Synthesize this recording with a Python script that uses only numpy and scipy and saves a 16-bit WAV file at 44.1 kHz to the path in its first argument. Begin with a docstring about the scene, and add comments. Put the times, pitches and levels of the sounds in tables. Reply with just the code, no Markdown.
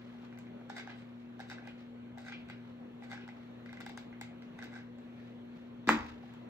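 """Quiet room, a plastic glue gun close to two microphone ports: hum at twice the mains frequency, air noise throughout.
The trigger ticks and creaks in bursts, each contact ringing the hollow shell; sleeve and skin rustle now and then.
Near six seconds the gun is set down: wire stand first, then the grip strikes, the table top booms, the gun rattles.
A soft bump and a few last ticks follow. Modes are damped sines, rubbing is random grains or slips, the walls add
a noise tail, and the ports hear everything a little out of step."""
import sys
import numpy as np
from scipy import signal
from scipy.fft import rfft, irfft, next_fast_len
from scipy.io import wavfile
from scipy.ndimage import uniform_filter1d, map_coordinates

SR = 44100
rng = np.random.default_rng(int(sys.argv[2]) if len(sys.argv) > 2 else 0)


def store_pcm(level_fs):
    """Save levels as 16-bit WAV."""
    pcm = np.round(np.clip(level_fs, -1, 1) * 32767).astype(np.int16)
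    wavfile.write(sys.argv[1], SR, np.atleast_2d(pcm).T)


N = 286209  # samples

# Trigger contacts, close by: start_s, shell_peak_db, then hollow_db and grip_db over that peak, hardness_db
TICKS = [(0.139, -59, -9, -5, -15), (.232, -60.5, 9.5, -7, -12), (0.326, -52.5, -12, 3.5, -18),
         (.3744, -54.5, -2, 6.5, 6), (0.3873, -55.5, -9, 2, 23.5), (0.4677, -56, -14, 4.5, -7),
         (0.612, -53.5, 3, -18, -27), (.6964, -44.5, -5, -8, 12), (.6998, -38.5, 4, -29, -4),
         (0.7669, -40, -17, 0.5, 1), (0.7817, -41, -4, 1, 2.5), (0.7871, -47.5, -20, 3.5, -10),
         (0.7962, -38, -13, -16, -9), (0.801, -57, -9, -4, -2), (.8739, -40.5, -0.5, -22, -12),
         (0.9016, -46.5, 0.5, -6, -3), (1.3933, -45.5, 1.5, -16, -8), (1.4016, -39, -0.5, -20, 2.5),
         (1.4094, -53, -3, 7.5, 18), (1.499, -40.5, -16, -2, 9), (1.5079, -48.5, -3, 6, 3.5),
         (1.5138, -39, -5.5, -2, -0.5), (1.521, -46.5, -1, -6, -6), (1.577, -53, -20, -11, -19),
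         (1.5836, -39.5, -28, -15.5, -39), (1.6234, -57, 6, -9, -6), (1.6734, -46, 0, 1, 8.5),
         (2.1745, -50.5, 8, -1, -7), (2.1824, -48, -6, 0, 15.5), (2.2649, -46.5, -10, 2, -8),
         (2.277, -49.5, -12, 1, -7), (2.2828, -39, -9, -5, -8.5), (2.296, -45.5, -10, -6, -18),
         (2.3221, -40, -10.5, 0, -7), (2.3275, -56, -13, 6.5, -2), (2.4876, -51, -8, 1.5, 7),
         (2.4987, -43.5, -5.5, 3, 4), (3.023, -53.5, 6.5, 5, -5), (3.0364, -58.5, 1, 11, 15),
         (3.1152, -39, -8, -5, 5.5), (3.1213, -51.5, -2, 10.5, -1), (3.1308, -40.5, -0.5, -9, 2),
         (3.1353, -50, -10, 6, -8), (3.145, -44.5, -10, -10, -23), (3.1548, -50, -14, -9, -14),
         (3.1668, -53, -13, 3, -8), (3.1756, -41.5, -11, -10, -26), (3.2, -66, -10, -2, -13),
         (3.21, -48, -11, -8, -12), (3.278, -47, -4, -16, 7.5), (3.288, -49, 2.5, 6, 3),
         (3.6602, -50, -13, 6, 1), (3.692, -47.5, -21, 2, -7), (3.7288, -45, -3, 1, 8.5),
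         (3.771, -48, -19, 3.5, 0), (3.8036, -48, 1.5, 2, 15.5), (3.808, -41.5, -6, -3, 11.5),
         (3.8158, -51.5, -8, 7, 7), (3.8615, -53.5, -9, 0, 20), (3.8637, -40.5, -1, -0.5, 13.5),
         (3.8922, -54, -2, -4, 20), (3.895, -47, 2, 2, 12.5), (3.9746, -39.5, -0.5, -2.5, 15),
         (4.1269, -50.5, -2, 3, -30), (4.212, -42.5, 2.5, 6, 23), (4.422, -52, -12, 2.5, 4),
         (4.589, -44, -3.5, 1.5, 6.5), (4.6165, -46, -15, -13, -9), (4.625, -36.5, -15, -8, -11),
         (4.633, -46, -5, 4, -5.5), (4.641, -53, -6, -3, 20), (4.6477, -56, -10, -2, 1),
         (4.6564, -58, -9, 6, 14.5), (4.677, -63, -16, 8.5, -5), (4.7395, -49.5, -14, -15, 6),
         (4.753, -45.5, -18, -16, -2), (4.7625, -45.5, -9, -5, 0), (4.772, -52.5, -18, -4, -14),
         (4.789, -50, -24, -13, -12), (4.8044, -49.5, -15, -15, -21), (4.8105, -55, -21, -13, -14),
         (4.985, -60, -12, -2, 13), (6.0935, -55.5, -18, -4, 8.5), (6.236, -61.5, 14, -15, -11),
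         (6.3377, -59, -12, -7, 19)]
# Ringing parts of the plastic gun: pitch_hz, width_hz, level_db
HOLLOW_MODES = [(704, 120, -6.5), (796, 74, 1.5)]
SHELL_MODES = [(1601, 156, -0.9)]
GRIP_MODES = [(2023, 150, 8), (2320, 180, -3.5)]
SNAP_MODES = [(3830, 274, 3.5), (4620, 373, 3.5), (5360, 500, 3.5), (6230, 580, 1.5)]
AIR_MODES = [(7340, 490, 4.5), (10200, 860, -6), (13500, 500, -11), (14800, 1900, -12.5)]
# Over the shell at hardness 0 dB; the snap follows hardness less than the air does
SNAP_DB, SNAP_DB_PER_HARDNESS_DB, AIR_DB = -5, 0.32, -16


def trigger_ticks():
    """Each contact excites five groups of shell modes; a harder one favours the high groups."""
    out = np.zeros((3, N))  # two versions to be blended into the ports, then what the walls get
    groups = (SHELL_MODES, HOLLOW_MODES, GRIP_MODES, SNAP_MODES, AIR_MODES)
    for start_s, shell_db, hollow_db, grip_db, hard_db in TICKS:
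        snap_db = SNAP_DB + SNAP_DB_PER_HARDNESS_DB * hard_db
        over_db = np.array([0, hollow_db, grip_db, snap_db, AIR_DB + hard_db])
        add(out, start_s, strike(zip(groups, shell_db + over_db), seconds=.0005))
    return out


# Feed lever along the glue stick: start_s (of full force), hold_s, level_db, then scrape_db and bright_db over it
CREAKS = [(0.705, 0.0052, -56, -20, -13), (0.768, 0.019, -46.5, -19, -7.5), (0.892, 0.0093, -53.5, -5, -26),
          (0.908, 0.02, -62, -8, -19.5), (0.964, 0.053, -76, -2, 3.5), (1.426, 0.0057, -68.5, -10, -13),
          (1.496, 0.035, -60.5, -2, -0.5), (1.58, .01, -63.5, -27, -27), (1.652, 0.057, -62.5, -1.5, -13),
          (2.193, 0.027, -63.5, -8, -4.5), (2.257, 0.035, -54, -13, -8), (2.32, 0.021, -69.5, 15, -19),
          (2.386, 0.018, -79, 12, -19), (2.498, 0.014, -63, 3, -4.5), (3.036, 0.009, -57.5, -20, -7.5),
          (3.106, 0.035, -54, -25, -8), (3.2, 0.041, -63.5, -1, -26), (4.59, 0.0036, -58, -10, -12),
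          (4.634, 0.017, -68, -18, 2.5), (4.729, 0.052, -54.5, -17, -13)]
# The lever rubbing: pitch_hz, width_hz, level_db
SCRAPE_MODES = [(2490, 220, 3.5), (2820, 200, -1), (3180, 260, -0.5), (3940, 240, -11.5)]
CREAK_RISE_DB_PER_S, CREAK_FALL_DB_PER_S = 699.5, 898
SLIPS_PER_S = 700  # on average


def lever_creak():
    """The lever sticks and slips: irregular slips of unequal size ring the shell while force holds."""
    force = swells([row[:3] for row in CREAKS], CREAK_RISE_DB_PER_S, CREAK_FALL_DB_PER_S)
    balance_db = [(0, scrape_db, bright_db) for *_, scrape_db, bright_db in CREAKS]
    dull_drive, scrape_drive, sharp_drive = amp(balance_db).T @ force
    slips = (rng.random((3, N)) < SLIPS_PER_S / SR) * amp(3 * rng.standard_normal((3, N)))
    dull = amp(2.5) * shell(SHELL_MODES) + amp(-5.5) * shell(HOLLOW_MODES) + amp(-7) * shell(GRIP_MODES[:1])
    scrape = amp(3.0) * shell(SCRAPE_MODES)
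    sharp = amp(1.5) * shell(SNAP_MODES) + amp(-3.5) * shell(AIR_MODES)
    out = np.zeros((3, N))
    for drive, response in ((dull_drive, dull), (scrape_drive, scrape), (sharp_drive, sharp)):
        out += signal.fftconvolve(drive * slips, response, axes=1)[:, :N]
    return out


# The gun meets the table: start_s, clack_peak_db (before the gap in landing())
STAND = [(5.873, -31.5), (5.876, -34), (5.879, -42), (5.882, -29), (5.8845, -28.5), (5.887, -35)]  # the wire stand touches first
BLOW = [(5.8905, -11.5)]  # the grip strikes
RATTLE = [(5.897, -26), (5.902, -27.5), (5.908, -27), (5.913, -30), (5.921, -31), (5.93, -31.5),
          (5.945, -38.5), (5.958, -41.5), (5.972, -41.5), (5.99, -39.5), (6.008, -39.5), (6.03, -44.5),
          (6.045, -46.5), (6.065, -44.5), (6.1, -49)]  # the gun rattles to rest
# Each kind of contact: contacts, then knock_db, snap_db, air_db, table_db over its clack
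LANDINGS = [(STAND, -1, -3, -17, -8), (BLOW, -6, -16, -11, -14.5), (RATTLE, 0, -6.5, -28.5, -14.5)]
# Gun against wood, a duller and a harder group: pitch_hz, width_hz, level_db
KNOCK_MODES = [(563, 175, -13.5), (913, 490, -2.5), (1130, 300, -10.5)]
CLACK_MODES = [(1690, 316, -5), (1930, 410, 2), (2275, 480, -0.5), (14000, 2000, -17)]
KNOCK_LAG_S = 0.001843  # the duller group speaks just after the clack


def gun_on_wood():
    """Short contacts ring the gun against the wood: a hard clack, then a duller knock."""
    out = np.zeros((3, N))
    for contacts, knock_db, snap_db, air_db, _ in LANDINGS:
        for start_s, db in contacts:
            hard = zip((CLACK_MODES, SNAP_MODES, AIR_MODES), (db, db + snap_db, db + air_db))
            dull = [(KNOCK_MODES, db + knock_db)]
            add(out, start_s, strike(hard, seconds=5e-5, clean=0.53, rise_cycles=4.0))
            add(out, start_s + KNOCK_LAG_S, strike(dull, seconds=1e-4, clean=0.84, rise_cycles=1.1))
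    return out


# Table top: pitch_hz, width_hz, level_db
TABLE_MODES = [(194, 11, -7), (226.6, 5.5, -2.5), (302, 3.1, -3), (349.7, 7.9, -11.5), (510, 25, -9),
               (620, 37, -5.5)]
SETTLE_S, SETTLE_DB_PER_S = 5.968, 1300  # the gun's weight settles and stills the top
TABLE_FAR_DB = -8  # the walls get little of the top


def table_ring():
    """Every contact rings the table's narrow modes until the gun's weight damps them."""
    top = np.zeros((3, N))
    for contacts, *_, table_db in LANDINGS:
        for start_s, db in contacts:
            add(top, start_s, amp(db + table_db) * ring(TABLE_MODES, 0.42, rise_cycles=0.64, seconds=.5))
    stilled = amp(-SETTLE_DB_PER_S * np.maximum(np.arange(N) / SR - SETTLE_S, 0))
    return top * amp([[0], [0], [TABLE_FAR_DB]]) * stilled


# The table top gives under the stand: pitch_hz, width_hz, level_db
THUD_MODES = [(47.6, 6.6, -24.5), (265, 115, 5.5)]
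THUD_S, THUD_DB = 5.8766, -11.5
# The soft bump as the top stills: pitch_hz, width_hz, level_db
BUMP_MODES = [(72, 18, -31.5)]
BUMP_LAG_S = .025  # after the weight settles


def table_thud():
    """The top gives as a low boom, then a softer bump as it stills."""
    out = np.zeros((3, N))
    add(out, THUD_S, amp(THUD_DB) * ring(THUD_MODES, 0.97, rise_cycles=1.26, seconds=.4))
    add(out, SETTLE_S + BUMP_LAG_S, ring(BUMP_MODES, 0.94, rise_cycles=2.2, seconds=.15))
    return out


SWEEP_FROM_HZ, SWEEP_TO_HZ, SWEEP_S = 2940, 793, 0.001075  # SWEEP_S: time constant of the glide
SWEEP_DB, SWEEP_HOLD_S, SWEEP_FALL_DB_PER_S = -13.5, 0.003, 9000


def bending_wave():
    """The blow runs through the top as a bending wave, high pitches first."""
    out = np.zeros((3, N))
    t = np.arange(SR // 50) / SR
    cycles = SWEEP_TO_HZ * t + (SWEEP_FROM_HZ - SWEEP_TO_HZ) * SWEEP_S * (1 - np.exp(-t / SWEEP_S))
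    decay = amp(SWEEP_DB - SWEEP_FALL_DB_PER_S * np.maximum(t - SWEEP_HOLD_S, 0))
    onset = 1 - np.exp(-t / 0.00028)
    add(out, BLOW[0][0], decay * onset * -np.sin(2 * np.pi * cycles))
    return out


GAP_HZ, GAP_WIDTH_HZ, GAP_DB = 2830, 310, -3  # little sound leaves the landing gun between clack and snap


def landing():
    """Stand, then grip, meet the table: the gun clacks and the top booms, with a dip between clack and snap."""
    def gap(hz):
        off = (GAP_HZ ** 2 - hz ** 2) / GAP_WIDTH_HZ
        return (off + 1j * hz * amp(GAP_DB)) / (off + 1j * hz)
    return filtered(gun_on_wood() + table_ring() + table_thud() + bending_wave(), gap)


# Hand and sleeve moves: start_s (of full level), hold_s, level_db
RUSTLES = [(.01, 0.087, -66), (.215, 0.03, -66), (.33, .08, -91), (1.0, 0.024, -70.5), (1.21, 0.025, -66.5),
           (1.785, 0.03, -65.5), (2.666, 0.017, -69), (3.396, 0.018, -66.5), (4.99, .02, -73),
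           (5.21, 0.041, -65.5), (5.56, 0.037, -67.5), (6.03, 0.067, -59.5), (6.23, 0.066, -66.5)]
# Tone of the rubbing: pitch_hz, level_db
CLOTH_TONE = [(500, -36), (1000, 0), (2200, -0.5), (4000, -8), (6500, -20), (12000, -32), (16000, -41)]
# Rustle, walls and air noise at the two ports: pitch_hz, left_right_likeness
FAR_LIKENESS = [(60, 0.94), (300, 1), (700, 0.011), (1300, 0.025), (2000, 0.39), (2800, 0.72),
                (5000, 0.054), (6300, 0.11), (7800, 0.59), (8500, 1), (11000, 1), (11600, 0.37),
                (13200, .55), (13800, 0.92)]
RUSTLE_RISE_DB_PER_S, RUSTLE_FALL_DB_PER_S, RUSTLE_REST_DB = 203, 111.5, -101


def rustle():
    """Skin and cloth rub in clumps of fine noise grains."""
    level = amp(RUSTLE_REST_DB) + sum(swells(RUSTLES, RUSTLE_RISE_DB_PER_S, RUSTLE_FALL_DB_PER_S))
    clumps = amp(1.5 * wobble(25) + 3 * wobble(150))
    grains = rng.standard_normal((2, N)) * clumps
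    cloth = filtered(grains, lambda hz: amp(along(CLOTH_TONE, hz)))
    return blended(level * cloth / np.std(cloth), FAR_LIKENESS)


# What the walls get of the gun: pitch_hz, level_db
WALL_TONE = [(100, 1.5), (300, -8), (900, -7), (1600, -4), (2700, 5), (5000, 3.5), (8000, -5), (10000, -10),
             (14000, -6.5)]
# How long the room rings: pitch_hz, t60_s
ROOM_DECAY = [(100, 0.54), (500, 0.61), (2000, 0.31), (6000, 0.26), (14000, 0.19)]


def room(x):
    """Each frequency of the walls' answer dies at its own speed; the noise tail changes every fifth of a second."""
    x = filtered(x, lambda hz: amp(along(WALL_TONE, hz)))
    out, hop = np.zeros((2, N)), SR // 5
    for start in range(0, N, hop):
        noise = rng.standard_normal((2, SR * 3 // 4))
        hz, t, spectrum = signal.stft(noise, SR, nperseg=256)
        decay = amp(-60 * t / along(ROOM_DECAY, hz)[:, None])
        tail = signal.istft(spectrum * decay, SR, nperseg=256)[1]
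        tail /= np.linalg.norm(tail[0])
        echo = signal.fftconvolve(x[None, start:start + hop], tail, axes=1)
        add(out, start / SR + .004, echo)  # the walls answer 4 ms late
    return blended(out, FAR_LIKENESS)


# Appliance tones: pitch_hz
HUM_HZ = [119.85, 239.7, 359.5, 118.0, 161.5]
# Mean level of each tone before its slow wavering: rms level_db
HUM_DB = [-60.5, -50, -68, -69, -72]
BEAT_DIP_S = .17  # a moment when the two tones near 120 Hz oppose


def hum():
    """Steady appliance hum near 120, 240 and 360 Hz, a faint 161.5 Hz tone, and a slow beat from a tone at 118 Hz."""
    t = np.arange(N) / SR - BEAT_DIP_S
    out = np.zeros(N)
    for sign, hz, db in zip((1, 1, 1, -1, 1), HUM_HZ, HUM_DB):
        level = np.sqrt(2) * amp(db + 0.36 * wobble(2.5))
        out += sign * level * np.sin(2 * np.pi * hz * t + 0.14 * wobble(0.9))
    return out


# Air noise of the quiet room before its wavering: pitch_hz, level_db (per Hz)
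AIR_NOISE = [(20, -120), (35, -90), (50, -88), (70, -87), (100, -85.5), (160, -81.5), (220, -80),
             (330, -85), (520, -85), (800, -92), (2000, -99), (3300, -103), (4300, -109), (4800, -122),
             (5900, -120), (7000, -122), (13500, -127), (14200, -130), (14700, -150)]


def room_tone():
    """Air noise that wavers a little, in patches of time and pitch and as a whole."""
    air = filtered(rng.standard_normal((2, N)), lambda hz: amp(along(AIR_NOISE, hz)) * np.sqrt(SR / 2))
    spectrum = signal.stft(air, nperseg=512)[2]
    patches = rng.standard_normal(spectrum.shape[1:])
    patches = uniform_filter1d(patches, size=4, axis=0)
    patches = uniform_filter1d(patches, size=12, axis=1)
    air = signal.istft(spectrum * amp(1.5 * patches / patches.std()), nperseg=512)[1][:, :N]
    return blended(air * amp(0.8 * wobble(4.97)), FAR_LIKENESS)


DETUNE = .012  # relative spread of pitch; each contact holds the shell a little differently


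def strike(groups, seconds, clean=0, rise_cycles=0.95):
    """A contact is a short run of slips, or a cleaner push; each (modes, peak dB) group rings to its own peak."""
    u = np.arange(1, round(5 * seconds * SR)) / (seconds * SR)
    slips = rng.standard_normal((3, len(u)))
    slips[0] = clean + (1 - abs(clean)) * slips[0]
    slips = slips * np.sqrt(u) * np.exp(-u)
    slips[2] = u == u[0]  # the walls smear the run: one slip stands for it
    pitch = 1 + rng.normal(0, DETUNE)
    out = 0
    for modes, db in groups:
        detuned = [(pitch * hz, width, level) for hz, width, level in modes]
        rung = signal.fftconvolve(slips, shell(detuned, rise_cycles), axes=1)
        # equal energy in all three, with the first version at the asked peak
        even = np.linalg.norm(rung[0]) / np.linalg.norm(rung, axis=1, keepdims=True)
        out = out + amp(db) * rung * even / np.abs(rung[0]).max()
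    return out


def shell(modes, rise_cycles=0.97):
    """The ring close by, twice alike, and one blurred over all directions for the walls."""
    near = ring(modes, 1.5, rise_cycles)
    far = ring(modes, 1.2, rise_cycles, blur=0.24)
    return np.array([near, near, far * np.linalg.norm(near) / np.linalg.norm(far)])


def ring(modes, scatter_db, rise_cycles, seconds=.04, blur=0):
    """Damped modes at randomly scattered strengths, each building up before it dies; blur widens the high ones."""
    t = np.arange(round(seconds * SR)) / SR
    out = np.zeros(len(t))
    for hz, width, db in modes:
        width = width + blur * np.clip(hz - 1300, 0, 6000)
        envelope = np.exp(-np.pi * width * t) * (1 - np.exp(-t * hz / rise_cycles))
        out += amp(db + rng.normal(0, scatter_db)) * envelope * np.sin(2 * np.pi * hz * t)
    return out


def swells(rows, rise_db_per_s, fall_db_per_s):
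    """A gain for each (start_s, hold_s, level_db) row that rises, holds and falls."""
    t = np.arange(N) / SR
    gains = []
    for start_s, hold_s, db in rows:
        rise = rise_db_per_s * np.maximum(start_s - t, 0)
        fall = fall_db_per_s * np.maximum(t - start_s - hold_s, 0)
        gains.append(amp(db - rise - fall))
    return gains


def blended(pair, likeness):
    """Left and right from two versions of a sound, as sum and difference a quarter turn apart."""
    def mix(hz):
        turn = np.arccos(np.clip(along(likeness, hz), 0, 1)) / 2
        return np.array([np.cos(turn), 1j * np.sin(turn)])
    mid, side = filtered(pair, mix)
    return np.array([mid + side, mid - side])


def filtered(x, response):
    """x shaped by a complex response of frequency."""
    m = next_fast_len(x.shape[-1] + 8192)
    return irfft(rfft(x, m) * response(np.fft.rfftfreq(m, 1 / SR)), m)[..., :x.shape[-1]]


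def wobble(rate):
    """A smooth random curve, rate knots a second."""
    return map_coordinates(rng.standard_normal(int(N * rate / SR) + 4), [np.arange(N) * rate / SR])


def along(points, hz):
    """Value at hz between (pitch_hz, value) points on a log axis."""
    f, v = np.transpose(points)
    return np.interp(np.log(hz + 1), np.log(f + 1), v)


def amp(db):
    """dB to gain."""
    return 10 ** (np.asarray(db) / 20)


def add(track, start_s, sound):
    """Mix a sound into a track at a time."""
    part = track[:, round(start_s * SR):][:, :sound.shape[-1]]
    part += sound[..., :part.shape[1]]


# The nearby gun at the two ports: pitch_hz, left_right_likeness
NEAR_LIKENESS = [(500, 0.91), (2500, 0.86), (3600, 0.082), (6000, 0.1), (7300, 0.86), (15000, 0.58)]


def scene():
    """The gun close by, its answer from the walls, and the background."""
    handling, impact = trigger_ticks() + lever_creak(), landing()
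    near = blended((handling + impact)[:2], NEAR_LIKENESS)
    walls = room(amp(-1.5) * handling[2] + amp(-1.2) * impact[2])
    return near + walls + rustle() + hum() + room_tone()


# Phase between the ports: pitch_hz, left_lag_rad
PORT_LAG = [(0, 0), (500, 0.99), (1400, 0.5), (3400, 3), (5800, -1), (7000, 2.7), (8500, 3.05),
            (11000, 3.35), (13800, 6), (16000, -6.5)]
# Level between the ports: pitch_hz, left_over_right_db
PORT_BALANCE = [(40, 0.5), (200, 2), (400, 2.5), (700, -0.1), (15000, 0.4)]
BASS_CUT_HZ, TOP_HZ = 40, 16400


def record(dry):
    """The ports differ in phase and bass level; the deepest bass rolls off; nothing is kept above the band limit."""
    def ports(hz):
        lag = np.interp(hz, *np.transpose(PORT_LAG))
        half = np.sqrt(amp(along(PORT_BALANCE, hz))) * np.exp(-.5j * lag)  # each port takes half the difference
        band = (1j * hz / (BASS_CUT_HZ + 1j * hz)) ** 2 * (hz < TOP_HZ)
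        return np.array([half, 1 / half]) * band
    return filtered(dry, ports)


dry = scene()
out = record(dry)
store_pcm(out)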